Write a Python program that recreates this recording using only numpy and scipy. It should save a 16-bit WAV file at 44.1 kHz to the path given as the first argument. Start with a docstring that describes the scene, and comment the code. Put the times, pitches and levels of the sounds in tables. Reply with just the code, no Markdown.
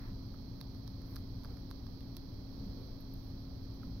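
"""Soft, quick tooth grinding, close to the microphones: a pet rat held in the crook of an arm.
About seven strokes a second, every second one stronger, each a few tiny slips of the incisors
that knock in the skull. Its mouth pops softly; fur and cloth rustle as the arm shifts.
Further off a quiet room rumbles and hums, and two unlike microphones hiss, left and right."""
import sys
import numpy as np
from scipy import signal
from scipy.fft import rfft, irfft, next_fast_len
from scipy.io import wavfile
from scipy.ndimage import map_coordinates

SR = 44100
rng = np.random.default_rng(int(sys.argv[2]) if len(sys.argv) > 2 else 0)


def digitize_waveform(pressure):
    """Quantize a signal to 16-bit integers and store it at the path in sys.argv[1].

    Rows of a 2-D input are taken as channels; values are limited to [-1, 1].
    """
    field = np.atleast_2d(pressure).T
    bounded = np.clip(field, -1, 1)
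    quanta = np.round(bounded * 32767).astype(np.int16)
    wavfile.write(sys.argv[1], SR, quanta)


N = 176400


def amp(db):
    """Decibels to gain."""
    return 10 ** (np.asarray(db) / 20)


def unit(x):
    """Scale to rms 1."""
    return x / np.sqrt(np.mean(x ** 2) + 1e-20)


def gains(points, hz):
    """Gain of each dB column, read on a log frequency axis."""
    f, *columns = np.transpose(points)
    return amp([np.interp(np.log(hz + 1), np.log(f + 1), db) for db in columns])


def filtered(x, response):
    """x times a response of frequency."""
    size = next_fast_len(N + SR // 2)
    return irfft(rfft(x, size) * response(np.fft.rfftfreq(size, 1 / SR)), size)[..., :N]


def noise(points, channels=1):
    """Noise with the given density in dB per Hz."""
    white = rng.standard_normal((channels, N)) * np.sqrt(SR / 2)
    return filtered(white, lambda hz: gains(points, hz))


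def ring(x, colour, size=2048):
    """x through a causal, minimum-phase filter for each dB column of the colour table."""
    cepstrum = irfft(np.log(gains(colour, np.fft.rfftfreq(size, 1 / SR)) + 1e-6))
    cepstrum[:, 1:size // 2] *= 2
    cepstrum[:, size // 2 + 1:] = 0
    impulse_response = irfft(np.exp(rfft(cepstrum)))
    return signal.fftconvolve(x[None], impulse_response, axes=1)[:, :N]


def wobble(rate):
    """A smooth random curve, rate knots a second."""
    knots = rng.standard_normal(int(N * rate / SR) + 4)
    return map_coordinates(knots, [np.arange(N) * rate / SR])


def swell(start, length):
    """A soft arch from 0 to 1 and back, timed in seconds."""
    return np.sin(np.pi * np.clip((np.arange(N) / SR - start) / length, 0, 1))


def add(track, start, x):
    """Mix x into the track at start seconds."""
    part = track[round(start * SR):][:len(x)]
    part += x[:len(part)]


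def tooth_grinding():
    """Close up, each incisor slip is a gritty pulse that snaps, clacks and knocks in the skull."""
    # slips of the teeth; the jaw sets the knock's pitch
    # (t/s, snap level/dB, clack level/dB, knock level/dB, knock f/Hz)
    slips = [(.6051, -51, -47, -70, 1000), (.6118, -38.5, -35, -59, 1000), (.6134, -43, -38.5, -48.5, 950),
             (.7481, -51.5, -56, -58, 1200), (.8751, -50, -45, -60, 1500), (.8764, -49, -45, -54, 1500),
             (.8780, -48, -41, -48, 950), (1.0169, -54, -56, -63, 1400), (1.0189, -52, -49, -58, 1350),
             (1.1590, -37.5, -37, -57, 1400), (1.1608, -40, -36.5, -51, 1400),
             (1.1650, -43, -39, -43, 1250), (1.4348, -53, -47, -58, 1000), (1.4405, -47, -46, -52, 1050),
             (1.4476, -47, -38.5, -43, 1230), (1.4552, -52, -49, -48, 950), (1.5694, -55, -51, -54, 1060),
             (1.5712, -52, -49, -56, 1400), (1.5993, -55, -60, -65, 1200), (1.7053, -46, -46, -60, 1400),
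             (1.7122, -37, -38.5, -43, 1080), (1.8650, -57, -50, -55, 1000), (1.8672, -54, -44, -52, 1200),
             (2.0072, -49, -44, -58, 1950), (2.0306, -53, -52, -70, 2000), (2.1495, -56, -48, -64, 1100),
             (2.1677, -36, -33.5, -54, 2100), (2.1690, -44, -42, -51, 1020)]
    # colour of the bright snap at each microphone (f/Hz, left level/dB, right level/dB)
    snap_colour = [(8500, -11, -9), (9600, -3, 1), (10500, 8, 7), (12000, 13, 7), (13400, 12.5, 6),
                   (15000, 7, 4), (16500, -4, -4)]
    # colour of the midrange clack (f/Hz, left level/dB, right level/dB)
    clack_colour = [(590, 2, -6), (1100, 6, 1), (1700, 1, 1), (2200, 5, 4.5), (2860, 1, -4), (3460, 7, 17),
                    (3900, 5, 19), (4600, 11.5, 22), (5600, 0, 19.5), (6420, -8, 5), (8440, -29, -31)]
    # modes of skull and mouth (multiple of the knock pitch, level/dB, t60/s)
    skull_modes = [(1, 4.5, .0085), (1.36, -1.5, .007)]
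    grit, grit_t60_s = .36, .0045
    knock_attack_s, knock_detune, knock_left_db = .0005, .02, -2.5
    snap, clack, knock = np.zeros((3, N))
    t = np.arange(SR // 20) / SR
    rise = 1 - np.exp(-t / knock_attack_s)
    for start, snap_db, clack_db, knock_db, knock_hz in slips:
        pulse = grit * rng.standard_normal(len(t)) * amp(-60 * t / grit_t60_s)
        pulse[0] = 1  # the sharp slip itself, ahead of its grit
        pulse /= np.linalg.norm(pulse)
        add(snap, start, amp(snap_db) * pulse)
        add(clack, start, amp(clack_db) * pulse)
        for ratio, db, t60 in skull_modes:
            mode_hz = knock_hz * ratio * rng.normal(1, knock_detune)
            mode = np.sin(2 * np.pi * (mode_hz * t + rng.random()))
            add(knock, start, amp(knock_db + db - 60 * t / t60) * rise * mode)
    return ring(snap, snap_colour) + ring(clack, clack_colour) + knock * amp([[knock_left_db], [0]])


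def enamel_rubs():
    """Enamel slides on enamel with a brief, very high whistle, mostly on the left microphone."""
    # rubs of the teeth (t/s, f/Hz, level/dB, t60/s)
    rubs = [(.2672, 14400, -53, .007), (.3415, 12800, -50, .007), (3.0038, 12340, -55.5, .035),
            (3.1372, 13200, -38.5, .01), (3.2088, 15000, -49, .006), (3.2850, 12300, -50, 0.011)]
    width_hz, attack_s, right_db = 1200, .001, -12
    out, t = np.zeros(N), np.arange(SR // 10) / SR
    rise = 1 - np.exp(-t / attack_s)
    for start, centre_hz, db, t60 in rubs:
        friction = rng.standard_normal(N)
        whistle = unit(filtered(friction, lambda hz: 1 / (1 + ((hz - centre_hz) / width_hz) ** 2) ** 2))
        add(out, start, amp(db - 60 * t / t60) * rise * whistle[:len(t)])
    return out * amp([[0], [right_db]])


def mouth_pops():
    """The mouth opens with a soft, slightly rough tock, right of centre."""
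    # pops of the mouth (t/s, f/Hz, level/dB)
    pops = [(.3412, 1280, -53), (3.8310, 1310, -47.5)]
    attack_s, t60_s, roughness_rad, left_db = .002, .012, .4, -6
    out, t = np.zeros(N), np.arange(SR // 20) / SR
    envelope = (1 - np.exp(-t / attack_s)) ** 2 * amp(-60 * t / t60_s)
    envelope /= envelope.max()
    for start, hz, db in pops:
        phase = 2 * np.pi * hz * t + roughness_rad * wobble(2 * hz)[:len(t)]
        add(out, start, amp(db) * envelope * np.sin(phase))
    return out * amp([[left_db], [0]])


def fur_rustles():
    """Fur and whiskers brush on skin and cloth: a grainy fizz to the left over a duller brush."""
    # rustles (t/s, length/s, fizz level/dB, brush level/dB)
    rustles = [(-.06, 0.2, -72.5, -63), (1.033, 0.21, -66.5, -71), (1.404, .2, -74, -71.5),
               (2.992, 0.037, -73, -100), (3.067, 0.28, -73, -95), (3.73, 0.045, -73, -83),
               (3.777, .17, -79, -79)]
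    # colour of the bright fizz (f/Hz, relative level/dB)
    fizz_colour = [(8500, -33), (10500, -9), (12400, 2.5), (15500, -1.5), (16200, -22)]
    # colour of the dull brush (f/Hz, relative level/dB)
    brush_colour = [(500, -22), (1000, 11.5), (2200, 3.5), (2900, -8), (5000, -19), (7500, -40)]
    grain_db, fizz_right_db = 3, -7
    fizz_envelope = sum(amp(db) * swell(start, length) for start, length, db, _ in rustles)
    brush_envelope = sum(amp(db) * swell(start, length) for start, length, _, db in rustles)
    fizz = unit(noise(fizz_colour, channels=2) * amp(grain_db * wobble(rate=530)))
    brush = unit(noise(brush_colour, channels=2))
    return fizz_envelope * fizz * amp([[0], [fizz_right_db]]) + brush_envelope * brush


def shifting_arm():
    """The arm shifts with soft low bumps and muffled brushes of cloth, alike on both microphones."""
    # bumps of the arm (t/s, length/s, level/dB)
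    bumps = [(1.284, 0.14, -44), (2.529, 0.22, -42.5), (3.766, 0.24, -45.5)]
    # colour of a bump (f/Hz, relative level/dB)
    bump_colour = [(20, -4), (60, 4), (130, -4), (200, 0.5), (300, -18.5), (700, -30), (2000, -85)]
    # brushes of cloth (t/s, length/s, level/dB)
    brushes = [(1.45, .16, -60), (2.637, .34, -63.5)]
    # colour of the cloth (f/Hz, relative level/dB)
    cloth_colour = [(200, -15), (400, 13.5), (700, 1), (1300, -15), (3000, -48)]
    bump_envelope = sum(amp(db) * swell(start, length) for start, length, db in bumps)
    cloth_envelope = sum(amp(db) * swell(start, length) for start, length, db in brushes)
    return bump_envelope * unit(noise(bump_colour)) + cloth_envelope * unit(noise(cloth_colour))


def with_room(direct, tail_db=-11, t60_s=.07):
    """At close range the room adds only a short, faint tail to the direct sound."""
    t = np.arange(SR // 4) / SR
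    tail = rng.standard_normal((2, len(t))) * amp(-60 * t / t60_s)
    tail /= np.linalg.norm(tail[0])
    return direct + amp(tail_db) * signal.fftconvolve(direct, tail, axes=1)[:, :N]


def appliance_hum():
    """An appliance hums in the background, each tone wavering a little in level and phase."""
    # tones of the hum (f/Hz, level/dB, lean/dB added on the left and taken off the right)
    tones = [(57.57, -56, 1), (118.53, -55, 2), (175.7, -63, -0.5), (229.4, -65, 2.5), (268.6, -55, -1),
             (290.5, -77.5, -3.5)]
    waver_db, drift_rad = -0.1, 0.18
    out, t = np.zeros((2, N)), np.arange(N) / SR
    for hz, db, lean_db in tones:
        rms = amp(db + waver_db * wobble(rate=3.5) + np.array([[lean_db], [-lean_db]]))
        phase = 2 * np.pi * (hz * t + rng.random()) + drift_rad * wobble(rate=3.78)
        out += np.sqrt(2) * rms * np.sin(phase)
    return out


def room_rumble():
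    """Low room tone, nearly the same at both microphones."""
    # mid: rumble common to both sides (f/Hz, level/dB per Hz)
    mid = [(10, -82), (20, -65), (50, -68), (70, -73), (98, -65), (140, -77), (180, -74.5), (235, -77),
           (300, -81), (400, -87.5), (600, -99.5), (1000, -103), (2500, -120), (6000, -150)]
    # side: rumble in opposite polarity left and right (f/Hz, level/dB per Hz)
    side = [(20, -92), (100, -85), (250, -88), (400, -94.5), (700, -106), (3000, -140)]
    return noise(mid) + noise(side) * [[1], [-1]]


def microphone_hiss():
    """Each microphone hisses in its own colour; the hiss swells once, briefly."""
    # noise floor of the pair (f/Hz, left level/dB per Hz, right level/dB per Hz)
    floor = [(190, -100, -100), (590, -90.5, -89.5), (744, -101, -93), (1150, -103, -96.5),
             (1570, -109, -106.5), (2400, -112.5, -107), (2890, -114.5, -111), (3280, -112, -98.5),
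             (3630, -115, -104.5), (4060, -111, -91.5), (4350, -110, -89), (4830, -115, -93.5),
             (5780, -119, -99), (6600, -128, -115), (7050, -133, -133), (8800, -133, -134),
             (10230, -125, -125), (11200, -116, -117), (12220, -110.5, -113), (13000, -106.5, -111),
             (13900, -113, -114), (15700, -113, -113), (16400, -135, -135)]
    lift_db = 1.6 * swell(start=2.43, length=0.56)
    return noise(floor, channels=2) * amp(lift_db)


def scene():
    """The rat on the arm close to the microphone pair, the quiet room behind."""
    rat = with_room(tooth_grinding() + mouth_pops() + enamel_rubs())
    return rat + fur_rustles() + shifting_arm() + appliance_hum() + microphone_hiss() + room_rumble()


def record(dry, top_hz=16200):
    """The recorder keeps nothing above its band limit."""
    return filtered(dry, lambda hz: hz < top_hz)


dry = scene()
out = record(dry)
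digitize_waveform(out)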